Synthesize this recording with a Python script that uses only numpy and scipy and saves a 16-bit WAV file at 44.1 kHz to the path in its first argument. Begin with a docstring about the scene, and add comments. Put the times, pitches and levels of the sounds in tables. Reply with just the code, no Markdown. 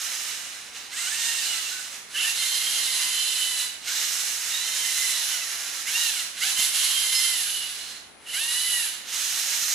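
"""Gliding, singing tones over a plastic rattle, with dull knocks, brief squeals, a thin steady whistle and hiss:
a small two-motor robot drives back and forth over a tiled floor on a cable, in a hard room, near a microphone.
Gear teeth mesh in multiples of their contact rate; noise pulsed by the same contacts rings the robot's parts.
The motor driver gives the whistle, damped swings the knocks, decaying noise tails the room's answer."""
import sys
import numpy as np
from scipy import signal
from scipy.fft import rfft, irfft, next_fast_len
from scipy.io import wavfile
from scipy.ndimage import uniform_filter1d, map_coordinates

SR = 44100
rng = np.random.default_rng(int(sys.argv[2]) if len(sys.argv) > 2 else 0)


def inscribe(sig):
    """Save sig as 16-bit PCM at rate SR to the path in sys.argv[1].

    A 1-D sig is mono; a 2-D sig holds one channel per row.
    Samples are clipped to [-1, 1] before scaling.
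    """
    pcm = np.round(np.clip(np.atleast_2d(sig).T, -1, 1) * 32767)
    wavfile.write(sys.argv[1], SR, pcm.astype(np.int16))


def linear_from_db(decibels):
    """Turn decibels (scalar or array-like) into linear amplitude factors; 0 gives 1."""
    return 10 ** (np.asarray(decibels, float) / 20)


N = 429534  # length in samples


def unit(x):
    """Normalisation: scales a signal to rms 1."""
    return x / np.sqrt(np.mean(x ** 2) + 1e-20)


def along(points, hz):
    """Interpolation of (Hz, value) points on a logarithmic frequency axis."""
    point_hz, value = np.transpose(points)
    return np.interp(np.log(hz + 1), np.log(point_hz + 1), value)


def curves(rows):
    """Linear interpolation in time: one value per sample for each column after the time."""
    seconds, *columns = np.transpose(rows)
    return [np.interp(np.arange(N) / SR, seconds, column) for column in columns]


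def wobble(rate):
    """Band-limited fluctuation: a smooth random curve with rate knots a second."""
    knots = rng.standard_normal(int(N * rate / SR) + 4)
    return map_coordinates(knots, [np.arange(N) * rate / SR])


def filtered(x, response):
    """Linear filtering: the spectrum of x times a response given as a function of frequency."""
    size = next_fast_len(N + SR // 2)
    spectrum = rfft(x, size) * response(np.fft.rfftfreq(size, 1 / SR))
    return irfft(spectrum, size)[..., :N]


def body(modes, steep):
    """Modal superposition: resonances summed with alternating sign; steep sharpens their skirts."""
    def response(f):
        total = 0
        for k, (centre, width, db) in enumerate(modes):
            resonance = 1j * f * width / (centre ** 2 - f ** 2 + 1j * f * width)
            total = total + (-1) ** k * linear_from_db(db) * resonance ** steep
        return total
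    return response


# Pushes of the motors, one short curve each. Each row: time in seconds, rattle level in dB before the parts' shares.
PUSHES = [
    [(0.0, -32), (0.32, -34), (0.68, -44)],
    [(0.76, -36.5), (0.86, -40.5)],
    [(0.93, -34.5), (1.03, -31), (1.41, -26), (1.95, -40)],
    [(2.16, -31), (2.28, -25)],
    [(2.36, -27.5), (2.41, -26), (3.63, -28.5)],
    [(3.88, -27), (4.45, -32), (5.05, -27.5), (5.83, -35.5)],
    [(5.875, -30), (5.92, -28.5), (6.05, -24.5), (6.21, -30)],
    [(6.375, -34), (6.43, -22.5), (6.48, -23)],
    [(6.59, -23), (6.64, -23)],
    [(6.75, -24), (7.05, -27), (7.19, -24), (7.92, -37)],
    [(8.29, -39), (8.35, -28.5), (8.71, -27), (8.93, -32)],
    [(9.09, -32.5), (9.14, -28.5), (9.74, -27.5)],
]


def drive_db():
    """Masking by the strongest: the loudest push sets the level, each rising and dying at common rates."""
    t = np.arange(N) / SR
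    rise_db_per_s, fall_db_per_s = 260, 148
    levels = []
    for push in PUSHES:
        before = np.clip(push[0][0] - t, 0, None)
        after = np.clip(t - push[-1][0], 0, None)
        levels.append(curves(push)[0] - rise_db_per_s * before - fall_db_per_s * after)
    return np.max(levels, axis=0)


# Speed of the leading motor, one curve per burst of tones. Each row: time in seconds, tooth rate in Hz.
TOOTH_RATES = [
    [(0.92, 477), (1.0, 694), (1.06, 699), (1.12, 863), (1.18, 922), (1.4, 926), (1.53, 689), (1.6, 647)],
    [(2.14, 562), (2.17, 598), (2.24, 863), (2.28, 910), (2.33, 934)],
    [(2.38, 1041), (2.75, 1061), (2.9, 1028), (3.3, 1021), (3.45, 1008), (3.78, 973)],
    [(3.86, 670), (4.0, 970), (4.06, 980)],
    [(4.5, 902), (4.65, 1019), (4.75, 1050), (4.9, 1021), (5.08, 1016), (5.2, 954), (5.3, 794), (5.5, 589),
     (5.57, 580)],
    [(5.62, 838), (5.7, 718), (5.83, 628)],
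    [(5.85, 602), (5.9, 799), (5.95, 915), (6.0, 957), (6.08, 913), (6.24, 611)],
    [(6.37, 479.6), (6.42, 689), (6.46, 855), (6.5, 895)],
    [(6.56, 1023), (6.7, 1067), (6.85, 1068), (7.15, 1029), (7.3, 1041), (7.38, 959), (7.44, 827),
     (7.5, 772)],
    [(8.33, 661), (8.37, 772.6), (8.42, 906), (8.5, 955.5), (8.67, 1009), (8.77, 957), (8.83, 900),
     (8.9, 723)],
    [(9.08, 505), (9.14, 717), (9.22, 825)],
]


def teeth(speed, jitter):
    """Frequency modulation: the phase of the tooth contacts wavers with the load, more while speed changes."""
    tooth_hz = curves(np.vstack(TOOTH_RATES))[0] * speed
    change_hz_per_s = np.abs(np.gradient(tooth_hz)) * SR
    strain = 1 + np.clip(change_hz_per_s / 4000, 0, 5)  # a change of 4000 Hz per second doubles the wavering
    wavering_hz = tooth_hz * (1 + jitter * strain * wobble(60))
    return tooth_hz, 2 * np.pi * np.cumsum(wavering_hz) / SR


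# Strength of the tones, one row per burst. Each row: 2nd, 3rd and 4th multiple in dB against the rattle drive
# before housing and effort, gain of the slower motor's tones in dB.
BURST_LEVELS = [(-12, -12, -14, -16), (-11, -8, -12, -6), (-17, -10, -12, -5), (-18, -19, -20, -8),
                (-14, -13, -8, -3), (-11, -24, -16, -12), (-13, -7, -10, -12), (-18, -13, -18, -4),
                (-14.5, -9, -17, -9), (-14, -8.5, -11, -12), (-22, -25, -25, -6)]


def voicing():
    """Piecewise control: each burst's levels hold from its start to its end and glide between bursts."""
    rows = []
    for burst, levels in zip(TOOTH_RATES, BURST_LEVELS):
        rows += [(burst[0][0], *levels), (burst[-1][0], *levels)]
    return curves(rows)


# How the housing passes a tone. Each row: frequency in Hz, gain in dB.
HOUSING_GAIN = [(900, -20), (1400, -4), (1750, -2), (2080, -1), (2250, -9), (2520, -9), (2750, 0),
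                (3050, 1), (3400, -7), (3750, -1), (4100, 0), (4400, -3)]
# Gain in dB of the 2nd, 3rd and 4th multiple at full effort: gained while speeding up, lost while slowing down.
EFFORT_GAIN = [2, 2.5, 4]


def mesh(tooth_hz, phase, beat, db):
    """Harmonic synthesis: multiples of the tooth rate flutter and beat once per turn of an off-centre wheel."""
    t = np.arange(N) / SR
    inside = sum((t > burst[0][0]) & (t < burst[-1][0]) for burst in TOOTH_RATES)
    running = uniform_filter1d(inside * 1., 900)
    change_hz_per_s = np.gradient(tooth_hz) * SR
    effort = uniform_filter1d(np.clip(change_hz_per_s / 1200, -1, 1), 900)
    second_db, third_db, fourth_db = [
        db + level + gain * effort + along(HOUSING_GAIN, k * tooth_hz)
        for k, level, gain in zip(range(2, 5), voicing(), EFFORT_GAIN)]
    # under the load of speeding up, the 5th and 6th multiples sing as they sweep the housing's main resonance
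    load = uniform_filter1d(np.clip(change_hz_per_s / 1500, .03, 1), 900)

    def passing_db(k):
        detuning = (k * tooth_hz - 2900) / 300
        return db - 19 - 10 * np.log10((1 + detuning ** 2) / load ** 2)

    levels_db = [second_db - 14, second_db, third_db, fourth_db, passing_db(5), passing_db(6)]
    turn = phase / 31  # 31 tooth contacts a turn
    tones = np.zeros(N)
    for k, level_db in enumerate(levels_db, 1):
        unsteady_db = 3 * wobble(40) + 1.5 * wobble(7)  # quick flutter and slow drift
        once_per_turn = 1 + beat * np.cos(turn + k)
        tones += linear_from_db(level_db + unsteady_db) * once_per_turn * np.sin(k * phase)
    return running * tones


# Resonances of six parts of the robot.
# Each row: centre in Hz, width in Hz before sharpening, relative level in dB.
GEARBOX_MODES = [(2880, 550, -1), (3600, 700, -3), (4120, 550, 0), (4850, 800, -4)]
CHASSIS_MODES = [(840, 880, -8.5), (1253, 1070, -5.5), (2100, 2450, -2)]
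COVER_MODES = [(5320, 1400, -1.8), (6555, 1470, 1)]
AIR_MODES = [(11570, 1650, 0)]
PINION_MODES = [(9680, 560, 6.5), (10456, 1020, 13), (11480, 1700, -1)]
SHELL_MODES = [(7710, 2170, 4.5), (9400, 1960, -3)]
# Shares of gearbox, chassis, cover and top air, before a common trim.
# Each row: share in dB at cruising level, dB gained forward, dB per dB of rattle above cruising.
PART_SHARES = [(-4, -0.5, 0), (-13, 4.5, -0.48), (-8.5, 7.5, 0), (-21, 10, 0.33)]
# The drive's course. Each row: time in seconds, direction from about 0 backward to about 1 forward,
# shares of the pinion's ring and of the shell's ring in dB against the rattle drive before the same trim.
DRIVE_COURSE = [(0, 1.1, -8.5, -3.5), (.7, 0.46, -12.5, -6.5), (.9, 0.18, -19, -10), (.97, 0.82, -12, -0.5),
                (1.45, .4, -12, -5.5), (1.95, 0.84, -9.5, -4.5), (2.15, 0.42, -6.5, -6.5),
                (3.62, 0.21, -4, -5), (3.8, 0.3, -23, -7), (3.9, 0.69, -16, -7.5), (4.15, 1, -7, -4.5),
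                (4.5, 0.91, -8.5, -3.5), (5.1, 0.78, -3.5, -3), (5.4, .7, -6.5, -8), (5.9, 0.94, -7, -4.5),
                (6.15, 0.53, -6, -5.5), (6.35, 0.031, -10.5, -9.5), (6.6, 0.55, -3.5, -4.5),
                (7.5, 0.1, -2, -7), (7.9, 0, -12.5, -9.5), (8.2, 0.21, -5.5, -6), (8.4, 0.1, -1, -6),
                (8.85, 0.21, -0.5, -5), (9.02, 0.05, -19, -15), (9.12, 0.7, -8, -5.5), (9.74, 1.23, -9, -4)]


def rattle(phases, db):
    """Source and filter: loose teeth chatter as noise pulsed by both motors' contacts, ringing six parts."""
    cruise_db, trim_db = -27, -1.5
    forward, *ring_shares = curves(DRIVE_COURSE)
    shares_db = [base + gain * forward + slope * (db - cruise_db) for base, gain, slope in PART_SHARES]
    shares_db += ring_shares
    slack_db = 1.0 * wobble(35) + 0.33 * wobble(150)  # uneven teeth, felt by all parts alike
    gates = [linear_from_db(2.9 * np.cos(phase)) for phase in phases]
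    parts = [GEARBOX_MODES, CHASSIS_MODES, COVER_MODES, AIR_MODES, PINION_MODES, SHELL_MODES]
    out = np.zeros(N)
    for modes, share_db in zip(parts, shares_db):
        chatter = sum(gate * rng.standard_normal(N) for gate in gates)
        ringing = unit(filtered(chatter, body(modes, steep=2.14)))
        out += linear_from_db(db + share_db + trim_db + slack_db + 0.42 * wobble(12)) * ringing
    return out


# Brief narrow squeals of the gears. Each row: start in seconds, length in seconds, frequency in Hz,
# level in dB before the roughness, scale of the pitch wander in Hz.
GEAR_SQUEALS = [(1.203, 0.13, 4950, -40, 16), (1.449, 0.11, 2930, -33, 24),
                (1.709, 0.09, 1510, -37.5, 31.5), (1.638, 0.075, 2720, -35.5, 19),
                (2.138, 0.14, 2840, -25.5, 154), (4.847, 0.22, 5560, -43, 18.8),
                (4.93, 0.2, 2040, -34, 10.8), (7.13, .1, 4250, -33, 60), (7.131, 0.089, 5150, -24, 17),
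                (7.467, 0.21, 2918, -32, 49), (7.75, 0.27, 4210, -44, 120), (8.257, 0.17, 2920, -33.5, 103)]


def squeals():
    """Narrow-band tones: each swells and fades, unsteady in level and wandering in pitch by its spread."""
    t = np.arange(N) / SR
    rough = linear_from_db(2.1 * wobble(90))
    wander = np.cumsum(wobble(120)) / SR
    out = np.zeros(N)
    for start, length, hz, db, spread in GEAR_SQUEALS:
        arch = np.sin(np.pi * np.clip((t - start) / length, 0, 1))
        swell = np.sqrt(np.clip(arch, 0, 1))
        out += linear_from_db(db) * swell * np.sin(2 * np.pi * (hz * t + spread * wander))
    return rough * out


# Knocks of the chassis. Each row: start in seconds, swing level in dB before onset and decay,
# swing frequency in Hz, low push level in dB before decay.
CHASSIS_KNOCKS = [(6.591, -35, 700, -35), (9.624, -31, 1380, -44)]


def bumps():
    """Damped oscillation: a softly starting swing dies away over one low push."""
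    out, t = np.zeros(N + SR), np.arange(SR // 8) / SR
    for start, db, hz, push_db in CHASSIS_KNOCKS:
        push = linear_from_db(push_db) * np.sin(2 * np.pi * 230 * t) * np.exp(-t / .003)
        onset = 1 - np.exp(-t / .002)
        swing = linear_from_db(db - 60 * t / .05) * onset * np.sin(2 * np.pi * hz * t)  # falls 60 dB in 0.05 s
        out[round(start * SR):][:len(t)] += swing + push
    return out[:N]


# Switching of the motor driver. Each row: frequency in Hz, level in dB before a lift of 3 dB and the wavering.
DRIVER_TONES = [(9991, -61)]


def whistle():
    """Amplitude modulation: the driver's thin steady tone wavers a little in level."""
    t = np.arange(N) / SR
    return sum(linear_from_db(db + 3.0 + 1.2 * wobble(15)) * np.sin(2 * np.pi * hz * t) for hz, db in DRIVER_TONES)


# Faint low hum in the room. Each row: frequency in Hz, level in dB before the wavering.
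HUM_TONES = [(68, -72.5), (216, -73)]


def hum():
    """Amplitude and phase modulation: low steady tones waver slightly in level and phase."""
    t = np.arange(N) / SR
    out = np.zeros(N)
    for hz, db in HUM_TONES:
        level = linear_from_db(db + 1.8 * wobble(2.9))
        out += level * np.sin(2 * np.pi * hz * t + 1.44 * wobble(11))
    return out


# Straight path against the room. Each row: frequency in Hz, gain in dB.
DIRECT_GAIN = [(600, -7.5), (2000, 0), (6000, -2), (14000, -2)]


def direct_path(x):
    """Direct sound: the straight path colours the source by frequency."""
    return filtered(x, lambda hz: linear_from_db(along(DIRECT_GAIN, hz)))


# Reverberation time of the room. Each row: frequency in Hz, time to fall 60 dB in seconds.
DECAY_TIMES = [(500, 0.5), (3000, 0.61), (12000, 0.52)]


def room(x):
    """Reverberation: noise tails decay by frequency, differ between channels and change as the robot moves."""
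    hop = SR // 4  # a new pair of tails every quarter second
    starts = np.arange(0, N + hop, hop)
    noise = rng.standard_normal((len(starts), 2, SR // 3))
    hz, t, spectra = signal.stft(noise, SR, nperseg=256)
    decay = linear_from_db(-60 * t / along(DECAY_TIMES, hz)[:, None])
    tails = signal.istft(spectra * decay, SR, nperseg=256)[1]
    padded = np.pad(x, (hop + 200, 2 * hop))  # 200 samples of delay before the answer
    out = np.zeros((2, N + 2 * SR))
    for start, tail in zip(starts, tails):
        piece = padded[start:start + 2 * hop] * np.hanning(2 * hop)
        wet = signal.fftconvolve(piece[None], tail / np.linalg.norm(tail[0]), axes=1)
        out[:, start:start + wet.shape[1]] += wet
    return out[:, hop:hop + N]


def leaned(pair, lean):
    """Interchannel level difference: left and right part by a lean that depends on frequency."""
    return filtered(pair, lambda hz: linear_from_db(along(lean, hz) * np.array([[.5], [-.5]])))


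# Spectrum of room air and microphone hiss. Each row: frequency in Hz, relative density in dB per Hz.
HISS_SPECTRUM = [(15, -36), (25, -16.5), (266, -3), (530, -3), (585, -4.5), (630, -4.5), (748, -1.5),
                 (934, -4), (9000, -19.5), (11700, -61), (19800, -120)]
# Lean of the hiss. Each row: frequency in Hz, left over right in dB.
HISS_BALANCE = [(60, -16), (240, 0), (950, 6), (3770, 11), (15000, -15)]


def hiss():
    """Partial coherence: steady shaped noise, only partly shared by the channels."""
    white = rng.standard_normal((2, N)) + 0.67 * rng.standard_normal(N)
    noise = filtered(white, lambda hz: linear_from_db(along(HISS_SPECTRUM, hz)))
    return linear_from_db(-52.5) * unit(leaned(noise, HISS_BALANCE))


# Lean of the robot and its room answer. Each row: frequency in Hz, left over right in dB.
ROBOT_BALANCE = [(700, -7.5), (2400, -3), (6000, -6.5), (10500, -2), (12500, -14.5), (15000, -76)]


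def scene():
    """Superposition: two motors, the second a tenth slower; tones beam more directly than the rattle."""
    db = drive_db()
    lead_hz, lead_phase = teeth(speed=1, jitter=0.00393)
    lag_hz, lag_phase = teeth(speed=.9, jitter=0.00424)
    lead_tones = linear_from_db(3) * mesh(lead_hz, lead_phase, beat=0.34, db=db)
    lag_tones = linear_from_db(voicing()[-1]) * mesh(lag_hz, lag_phase, beat=0.27, db=db)
    tones = lead_tones + lag_tones + squeals()
    noisy = rattle([lead_phase, lag_phase], db)
    direct = direct_path(tones + noisy) + whistle() + hum() + bumps()
    answer = room(linear_from_db(-1.5) * noisy + linear_from_db(-4.5) * tones)
    return leaned(direct + answer, ROBOT_BALANCE) + hiss()


# The microphone fades at the top. Each row: frequency in Hz, gain in dB.
TOP_FADE = [(12500, 0), (13800, -5), (14900, -17), (15200, -23)]


def band_limited(x):
    """Low-pass filtering: the microphone's fade at the top, then nothing from 15450 Hz up."""
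    return filtered(x, lambda hz: linear_from_db(along(TOP_FADE, hz)) * (hz < 15450))


def band_limit(x):
    """A steep low-pass at the top of the band."""
    return signal.sosfilt(signal.butter(12, 16090, fs=SR, output="sos"), x)


def record(dry):
    """Signal chain: the mix passes the microphone's band limit first."""
    finished = band_limited(dry)
    return band_limit(finished)


dry = scene()
out = record(dry)
inscribe(out)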